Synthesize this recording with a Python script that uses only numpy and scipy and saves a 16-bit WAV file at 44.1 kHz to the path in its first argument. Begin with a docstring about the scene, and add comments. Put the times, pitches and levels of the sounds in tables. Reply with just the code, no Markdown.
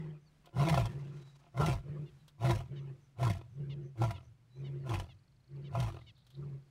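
"""Open bush, a few metres from an open vehicle: a lion ends a roaring bout with seven hoarse grunts.
Each is one push of air through heavy vocal folds that slacken, so the pitch falls, while loose throat
tissue rattles and slaps. Soft hooting in-breaths come before, between and after the grunts.
Small birds call far off; faint ticks and a rustle sound close by.
The vehicle booms faintly and the bush scatters a weak tail."""
import sys
import numpy as np
from scipy import signal
from scipy.fft import rfft, irfft, next_fast_len
from scipy.io import wavfile
from scipy.ndimage import uniform_filter1d, map_coordinates

SR = 44100
rng = np.random.default_rng(int(sys.argv[2]) if len(sys.argv) > 2 else 0)


def generate_wav(sig):
    """Save sig (samples, or channels by samples) to the path in sys.argv[1] as 16-bit PCM at SR."""
    pcm = np.round(np.clip(np.atleast_2d(sig).T, -1, 1) * 32767).astype(np.int16)
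    wavfile.write(sys.argv[1], SR, pcm)


N = 295470


def amp(db):
    """Decibels to gain."""
    return 10 ** (np.asarray(db) / 20)


def unit(x):
    """Scale to rms 1."""
    return x / np.sqrt(np.mean(x ** 2) + 1e-20)


def along(points, hz):
    """(Hz, value) points read on a log axis."""
    freqs, values = np.transpose(points)
    return np.interp(np.log(hz + 1), np.log(freqs + 1), values)


def wobble(rate_hz):
    """Smooth random curve, rate_hz knots a second."""
    knots = rng.standard_normal(int(N * rate_hz / SR) + 4)
    fine = np.arange(0, len(knots) - 1, 1 / 10)
    return np.interp(np.arange(N) * rate_hz / SR, fine, map_coordinates(knots, [fine]))


def cycles(hz):
    """Running phase of a pitch curve, in radians."""
    return 2 * np.pi * np.cumsum(hz) / SR


def filtered(x, response):
    """x through a complex frequency response."""
    size = next_fast_len(N + SR // 2)
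    return irfft(rfft(x, size) * response(np.fft.rfftfreq(size, 1 / SR)), size)[:N]


def coloured(x, spectrum):
    """x through a broad (Hz, dB) colour."""
    return filtered(x, lambda hz: amp(along(spectrum, hz)))


def resonate(x, modes, low_hz, high_hz):
    """x through (Hz, width Hz, dB) resonances, rolled off outside low_hz..high_hz."""
    ring = lambda f: sum(amp(db) * 1j * f * w / (c * c - f * f + 1j * f * w) for c, w, db in modes)
    skirts = lambda f: (1 - 1 / (1 + (f / low_hz) ** 8)) / (1 + (f / high_hz) ** 16)
    return filtered(x, lambda f: ring(f) * skirts(f))


def add(track, s, sound):
    """Mix a sound into a track at time s."""
    part = track[max(round(s * SR), 0):][:len(sound)]
    part += sound[:len(part)]


def bursts(rows, rise_s, decay_s):
    """A short noise burst for each (s, dB)."""
    t = np.arange(SR // 12) / SR
    shape = (1 - np.exp(-t / rise_s)) * np.exp(-t / decay_s)
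    track = np.zeros(N)
    for s, db in rows:
        add(track, s, amp(db) * shape / shape.max() * rng.standard_normal(len(t)))
    return track


def swells(rows):
    """A bell-shaped gain for each (s, width s, dB)."""
    t = np.arange(N) / SR
    return sum(amp(db) * np.exp(-.5 * ((t - s) / width) ** 2) for s, width, db in rows)


def puffs(phase, depth):
    """Noise that surges once a cycle, like turbulence each time the folds open."""
    return unit(rng.standard_normal(N) * np.exp(depth * np.cos(phase)))


def current_call(rows, lead_s=.2):
    """Per sample: seconds past the current row's time, then its other columns."""
    t, table = np.arange(N) / SR, np.array(rows)
    row = np.maximum(np.searchsorted(table[:, 0] - lead_s, t) - 1, 0)
    time_s, *columns = table[row].T
    return [t - time_s, *columns]


def breath_db(age_s, length_s, fade_db_per_s, attack_s, sag_db, lag_s=0):
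    """Attack, sagging hold and release of one breath; 0 dB at age lag_s."""
    t = age_s - lag_s
    rise = np.clip(1 + t / attack_s, 1e-3, 1) ** 2
    release_db = fade_db_per_s * np.maximum(t - length_s, 0)
    return 20 * np.log10(rise) - sag_db * np.clip(t / length_s, 0, 1) - release_db


def mouth_movement(x, depth_db):
    """Tongue and jaw move, so narrow peaks come and go, less so in the high treble."""
    spectra = signal.stft(x, nperseg=512)[2]
    field = uniform_filter1d(rng.standard_normal(spectra.shape), size=3, axis=0)
    field = uniform_filter1d(field, size=7, axis=1)
    treble_taper = 1 / (1 + (np.fft.rfftfreq(512, 1 / SR)[:, None] / 6000) ** 2)
    gain = amp(depth_db * treble_taper * unit(field))
    gain /= np.sqrt(np.mean(gain ** 2, axis=0, keepdims=True).mean(axis=0, keepdims=True)) ** 0
    gain /= np.sqrt(np.mean(gain ** 2, axis=1, keepdims=True))
    return signal.istft(spectra * gain, nperseg=512)[1][:N]


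# outdoor air spectrum: (frequency [Hz], level [dB])
AIR_COLOUR = [(20, -18.5), (50, -5.5), (130, -15), (220, -16.5), (500, -26.5), (1500, -30), (4500, -37),
              (9000, -43.5), (15600, -53)]
def still_air():
    """Faint, slowly shifting hush of the bush."""
    return amp(-71 + 1.5 * wobble(5)) * unit(coloured(rng.standard_normal(N), AIR_COLOUR))


# in-breaths: (full tone at [s], length [s], top pitch [Hz], level [dB], sag [dB], air re hoot [dB])
HOOTS = [(0, .13, 156, -39.5, 6, -17), (.9, .29, 142.5, -41, 4, -17.5),
         (1.89, .14, 146.7, -39.5, 0.5, -22.5), (2.735, .18, 139.9, -40.5, 5, -21),
         (3.605, .25, 141.2, -38.5, 4, -27), (4.615, .26, 138.1, -40.5, 2.5, -23),
         (5.555, .18, 140.5, -43, 2, -24), (6.405, 0.15, 139.9, -40, 4, -25.5)]
# narrowed throat resonances: (frequency [Hz], width [Hz], level [dB])
NARROW_THROAT_MODES = [(353, 20, 9.5), (435, 52, -28.5), (510, 66, -19.5)]
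# low body of the voice: (frequency [Hz], width [Hz], level [dB])
CHEST_MODES = [(73.1, 98, -1), (160.7, 58, -2.5)]
# indrawn air spectrum: (frequency [Hz], level [dB])
INTAKE_COLOUR = [(200, -12), (340, 4.5), (500, 1), (700, -8), (1000, -8), (1350, -9), (1550, -12.5),
                 (1850, -11), (2500, -13.5), (3300, -21), (5000, -31), (9000, -38), (15000, -53)]
def hoots(husk_db=-16, droop_hz_per_db=.5):
    """Indrawn air sounds the folds almost purely and rustles in the throat; a weaker pull hoots lower."""
    age_s, length_s, top_hz, hoot_db, sag_db, air_db = current_call(HOOTS)
    pull_db = breath_db(age_s, length_s, fade_db_per_s=200, attack_s=.1, sag_db=sag_db)
    pitch_hz = top_hz + droop_hz_per_db * pull_db
    phase = cycles(pitch_hz * (1 + .024 * wobble(80)))
    harmonics = np.sin(phase) + amp(-34) * np.sin(2 * phase) + amp(-29) * np.sin(3 * phase)
    tone = amp(.9 * wobble(40)) * unit(harmonics)
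    husk = unit(resonate(puffs(phase, depth=.6), NARROW_THROAT_MODES, low_hz=207, high_hz=666))
    chest = amp(-14) * unit(resonate(rng.standard_normal(N), CHEST_MODES, low_hz=51, high_hz=219.7))
    air = unit(mouth_movement(coloured(puffs(phase, depth=.29), INTAKE_COLOUR), depth_db=6))
    return amp(hoot_db + pull_db) * (tone + chest + amp(husk_db) * husk + amp(air_db) * air)


# high trills: (time [s], level [dB])
TRILLS = [(.21, -85), (2.77, -82), (3.01, -82.5), (3.495, -83), (3.829, -79), (4.219, -81), (4.555, -81),
          (5.09, -91.5)]
# thin whistles: (time [s], length [s], start pitch [Hz], end pitch [Hz], level [dB])
WHISTLES = [(.25, .05, 4850, 4100, -79), (1.14, .25, 3930, 3880, -73), (2.16, .1, 4150, 3750, -81),
            (4.49, .12, 3920, 4060, -75), (4.79, .07, 4650, 4150, -80)]
def songbirds(top_hz=6500, bottom_hz=5650, note_s=.014, waver=.013):
    """Far birds: trills of five quick down-sweeps, and gliding whistles."""
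    notes = [(s + k * note_s, note_s, top_hz, bottom_hz, db) for s, db in TRILLS for k in range(5)]
    track, drift = np.zeros(N), 1 + waver * wobble(400)
    for s, length_s, start_hz, end_hz, db in notes + list(WHISTLES):
        progress = np.linspace(0, 1, int(length_s * SR))
        pitch_hz = (start_hz + (end_hz - start_hz) * progress) * drift[round(s * SR):][:len(progress)]
        add(track, s, amp(db) * unit(np.sin(cycles(pitch_hz))) * np.sin(np.pi * progress))
    return track * amp(3 * wobble(60) - 1)


# dry ticks: (time [s], level [dB])
TICKS = [(0.4572, -46.5), (2.2795, -43), (6.1781, -57), (6.266, -49.5), (6.3034, -50)]
# tick spectrum: (frequency [Hz], level [dB])
TICK_COLOUR = [(300, -10.5), (1500, -9), (2500, -18), (3300, -0.5), (5000, -14), (12000, -22), (15000, -23)]
def ticks():
    """Small dry ticks close by."""
    return coloured(bursts(TICKS, rise_s=.00042, decay_s=.0096), TICK_COLOUR)


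# one push of air per grunt: (full voice at [s], length [s], fade [dB/s], voice [dB], throat rasp [dB],
# mouth hiss [dB], growl [dB], top pitch [Hz], top pitch at [s])
GRUNTS = [(0.604, .2, 160.5, -25.5, -35.5, -45, -38.5, 167.5, .692),
          (1.612, 0.11, 290, -26, -34, -45, -39.5, 163, 1.672),
          (2.457, 0.084, 210.5, -27.5, -37.5, -45.5, -43, 134.3, 2.475),
          (3.239, .075, 230.5, -28, -38, -46.5, -49, 129.3, 3.232),
          (4.03, .026, 160.5, -27.5, -39, -49, -47.5, 122.2, 4.018),
          (4.913, 0.05, 179.5, -32.5, -39.5, -49.5, -44.5, 126, 4.875),
          (5.775, .07, 139, -31.5, -40.5, -51.5, -41.5, 123.8, 5.785)]
def pushes(slack_hz=56.05, rise_hz_per_s=360, choke_hz=151.6, choke_db_per_hz=.6):
    """Each push sets levels and pitch: the folds tighten, choke the tone if overstretched, then relax."""
    age_s, length_s, fade_db_per_s, voice_db, rasp_db, hiss_db, growl_db, top_hz, top_s = (
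        current_call(GRUNTS))
    past_top_s = np.arange(N) / SR - top_s
    relaxing = np.exp(-np.maximum(past_top_s, 0) * fade_db_per_s / 35)  # 1/e per 35 dB of fade
    tension_hz = (top_hz - slack_hz) * relaxing + rise_hz_per_s * np.minimum(past_top_s, 0)
    pitch_hz = slack_hz + np.maximum(tension_hz, 0)
    choke_db = choke_db_per_hz * np.maximum(pitch_hz - choke_hz, 0)
    growl_gain = amp(growl_db) * np.exp(-.5 * ((age_s - length_s - .012) / .042) ** 2)  # as the push ends
    push = (age_s, length_s, fade_db_per_s)
    voice_db = voice_db + breath_db(*push, attack_s=.085, sag_db=4, lag_s=.002) - choke_db
    rasp_db = rasp_db + breath_db(*push, attack_s=.091, sag_db=5, lag_s=.0011)
    hiss_db = hiss_db + breath_db(*push, attack_s=.087, sag_db=.6, lag_s=.0023)
    return voice_db, rasp_db, hiss_db, growl_gain, pitch_hz


def larynx_slide(x, sway_s=.00025, fall_per_s=.12, centre_s=.06):
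    """The larynx slides, so the resonances waver and sink through each grunt."""
    t, age_s = np.arange(N) / SR, current_call(GRUNTS)[0]
    delay_s = fall_per_s * (age_s - centre_s) ** 2 / 2
    return np.interp(t - delay_s + sway_s * wobble(25), t, x)


# long throat and open mouth resonances: (frequency [Hz], width [Hz], level [dB])
THROAT_MODES = [(340, 37.7, 5.5), (403, 99, -9), (543, 79, -3.5), (680, 36.4, 4), (804, 48, -4.5),
                (970.3, 28, 0), (1020, 54, -9.5), (1225, 31, -7), (1350, 58, -2)]
# open jaw resonances: (frequency [Hz], width [Hz], level [dB])
JAW_MODES = [(2136, 63, -1), (2556, 304, 0), (2940, 200, -9.5), (3310, 47, -7.5), (4620, 100, -12)]
# mouth hiss spectrum: (frequency [Hz], level [dB])
HISS_COLOUR = [(880, -20.5), (1500, -17), (1580, -0.5), (2050, 1.5), (2310, -1.5), (2550, -12),
               (3280, -4.5), (3550, -5), (4580, -7.5), (4860, -13), (5360, -6), (7410, -13.5),
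               (9550, -13.5), (10400, -16.5), (15600, -23.5)]
# rasping catches of the throat: (time [s], width [s], level [dB])
CATCHES = [(.475, 0.019, -60), (1.45, 0.025, -63.5), (3.41, 0.013, -62), (4.185, 0.02, -60),
           (5.1, 0.011, -70), (5.965, .014, -62.5), (5.998, 0.012, -63)]
# honks of the lowest throat resonance: (time [s], width [s], level [dB])
HONKS = [(2.507, 0.017, -35)]
def grunts(flutter_db=2.05, jaw_db=-4, chest_db=-10, catch_jaw_db=-10):
    """Heavy folds flap unevenly, double their period into a growl and chop the air stream."""
    voice_db, rasp_db, hiss_db, growl_gain, pitch_hz = pushes()
    growl_share = growl_gain / (growl_gain + amp(voice_db))
    slack = np.maximum(growl_share, np.interp(pitch_hz, [80, 105], [.6, 0]))
    phase = cycles(pitch_hz * (1 + (.035 + .18 * slack) * wobble(130)))  # slack folds beat less evenly
    shimmer_db = np.tanh(wobble(80)) * (1.2 + 4 * slack)
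    voice = amp(voice_db - .3 + shimmer_db) * unit(np.sin(phase))
    growl = growl_gain * amp(3 * np.tanh(wobble(45))) * unit(np.sin(phase / 2 + .6 * wobble(40)))
    body = resonate(puffs(phase, depth=.57), CHEST_MODES, low_hz=54, high_hz=208.4)
    chest = amp(voice_db + chest_db) * unit(body)

    # each closure strikes the throat with a different force
    closures = np.diff(np.floor(phase / (2 * np.pi)), prepend=0) * amp(2 * rng.standard_normal(N))
    # at low pitch, every second beat stands out as a rattle
    rattle_depth = np.interp(pitch_hz, [85, 115], [.9, .15])
    rattle = (1 + rattle_depth * np.cos(phase / 2)) / np.sqrt(1 + rattle_depth ** 2 / 2)
    flutter = amp(flutter_db * wobble(110))
    drive = flutter * rattle * (.61 * unit(closures) + .89 * puffs(phase, depth=.36))
    throat = larynx_slide(resonate(drive, THROAT_MODES, low_hz=264, high_hz=1403))
    catch = swells(CATCHES)
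    rasp = (amp(rasp_db - 1.56) + catch) * unit(mouth_movement(throat, depth_db=4))
    honk_hz = THROAT_MODES[0][0] * (1 + .017 * wobble(80))
    honk = swells(HONKS) * unit(np.sin(cycles(honk_hz)))

    stream = flutter * puffs(phase, depth=.27)
    jaws = unit(resonate(stream * rattle, JAW_MODES, low_hz=1800, high_hz=5030))
    jet = unit(coloured(stream, HISS_COLOUR)) + amp(jaw_db) * jaws
    hiss = amp(hiss_db - 3.5) * unit(mouth_movement(jet, depth_db=4.5))
    return voice + growl + chest + rasp + honk + hiss + amp(catch_jaw_db) * catch * jaws


def lesser_slaps(per_grunt=4, spread_s=.06, spit_over_hiss_db=1, thump_over_rasp_db=3):
    """Slap rows at random moments around each push, as strong as the air stream is then."""
    _, rasp_db, hiss_db, _, _ = pushes()
    rows = []
    for push_s, length_s, *_ in GRUNTS:
        for s in push_s - spread_s + rng.random(per_grunt) * (length_s + 2 * spread_s):
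            i = round(s * SR)
            rows.append((s, hiss_db[i] + spit_over_hiss_db, rasp_db[i] + thump_over_rasp_db))
    return rows


# loudest tissue slaps: (time [s], spit level [dB], thump level [dB])
SLAPS = [(.5686, -55, -37), (.6853, -28, -44.5), (.6954, -26, -32), (.7304, -43, -39), (.7424, -31, -26),
         (.7746, -29.5, -25), (.8096, -42, -38), (.8555, -35.5, -35.5), (1.6104, -40.5, -25),
         (1.6604, -27.5, -38.5), (2.4443, -42, -32), (2.4954, -38, -28), (2.5072, -28.5, -33),
         (2.6035, -46.5, -41), (3.1971, -49, -40.5), (3.2291, -34.5, -33.5), (3.2984, -33, -34.5),
         (4.0178, -37, -29.5), (4.0367, -36.5, -31.5), (4.1071, -36, -38.5), (4.8924, -39, -42),
         (4.9392, -34, -36.5), (4.9975, -35.5, -40.5), (5.7513, -42.5, -31), (5.8012, -32.5, -47),
         (5.8262, -37, -39), (5.8845, -46, -41)]
def slaps():
    """Wet tissue slaps in the air stream: a spit rings the mouth, a thump rings the throat."""
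    rows = list(SLAPS) + lesser_slaps()
    spit = bursts([(s, db) for s, db, _ in rows], rise_s=.00063, decay_s=.0082)
    thump = bursts([(s, db) for s, _, db in rows], rise_s=.00036, decay_s=.0049)
    mouth = amp(-1.5) * coloured(spit, HISS_COLOUR) + resonate(spit, JAW_MODES, low_hz=1880, high_hz=5200)
    throat = amp(17) * resonate(thump, THROAT_MODES, low_hz=415, high_hz=1378)
    return mouth_movement(mouth, depth_db=4) + throat


# dry rustle: (time [s], width [s], level [dB])
RUSTLES = [(1.2, 0.21, -70)]
# rustle spectrum: (frequency [Hz], level [dB])
RUSTLE_COLOUR = [(300, -3), (1000, 3), (2000, -5), (6000, -8), (10000, -19.5), (15000, -29)]
def rustle():
    """Faint, crinkly rustle close by."""
    crinkle = rng.standard_normal(N) * amp(3.8 * wobble(90))
    return swells(RUSTLES) * unit(coloured(crinkle, RUSTLE_COLOUR))


# nasal bird calls: (time [s], start pitch [Hz], level [dB])
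SQUAWKS = [(2.056, 713, -65), (2.755, 770, -59), (3.695, 726.4, -54.5), (4.138, 716.5, -56.5),
           (4.64, 762.5, -57.5), (5.086, 713.6, -60.5), (5.64, 755, -59.5), (6.064, 739, -56.5)]
def squawks(length_s=.048, fall=.17, beak_hz=3100, half_width_hz=800, roughness=.032):
    """A bird's hoarse harmonic stack droops through one beak resonance."""
    progress = np.linspace(0, 1, int(length_s * SR))
    arch = np.sqrt(np.abs(np.sin(np.pi * progress)))
    harmonics = np.arange(3, 11)[:, None]
    track, hoarse = np.zeros(N), 1 + roughness * wobble(700)
    for s, start_hz, db in SQUAWKS:
        pitch_hz = start_hz * (1 - fall * progress ** 3) * hoarse[round(s * SR):][:len(progress)]
        beak_gain = 1 / (1 + ((harmonics * pitch_hz - beak_hz) / half_width_hz) ** 2)
        stack = (beak_gain * np.sin(harmonics * cycles(pitch_hz))).sum(axis=0)
        add(track, s, amp(db - 4) * unit(stack) * arch)
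    return track


def insect(rate_hz=23, peak_s=5.8, width_s=.63, level_db=-84):
    """Faint quick ticking, as of an insect."""
    pulses = puffs(cycles(rate_hz + 3 * wobble(13)), depth=3.5)
    ticking = resonate(pulses, [(4330, 330, 0)], low_hz=3900, high_hz=5400)
    return swells([(peak_s, width_s, level_db)]) * unit(ticking)


# bird chatter: (time [s], width [s], level [dB])
TWITTER = [(5.99, 0.047, -73), (6.2, 0.029, -74), (6.35, 0.028, -72)]
def twitter():
    """A far bird's scratchy chatter."""
    scratch = rng.standard_normal(N) * amp(3.9 * wobble(140))
    return swells(TWITTER) * unit(resonate(scratch, [(3796, 710, 0)], low_hz=2800, high_hz=4900))


# decay of the surroundings: (frequency [Hz], t60 [s])
BUSH_DECAY = [(60, 0.13), (140, 1.95), (400, 0.11), (1500, 0.5), (5000, 0.043), (14000, 0.085)]
def surroundings(x, bush_db=-26, boom_db=-22, boom_hz=138, boom_width_hz=20):
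    """The bush scatters a weak tail; the vehicle's hollow booms at one low note."""
    hz, t, spectra = signal.stft(rng.standard_normal((2, SR)), SR, nperseg=256)
    decay = amp(-60 * t / along(BUSH_DECAY, hz)[:, None])
    tails = signal.istft(spectra * decay, SR, nperseg=256)[1]
    bush, hollow = [signal.fftconvolve(x, tail / np.linalg.norm(tail))[:N] for tail in tails]
    boom = resonate(hollow, [(boom_hz, boom_width_hz, 0)], low_hz=45, high_hz=450)
    return amp(bush_db) * bush + amp(boom_db) * boom


def scene():
    """Lion near, birds far, all in one open space."""
    lion = grunts() + slaps() + hoots()
    birds = squawks() + songbirds() + twitter()
    direct = lion + birds + insect() + ticks() + rustle()
    return (direct + surroundings(direct) + still_air())[None]


def record(dry, top_hz=15750):
    """Brick-wall low-pass at top_hz."""
    return filtered(dry[0], lambda hz: hz < top_hz)[None]


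dry = scene()
out = record(dry)
generate_wav(out)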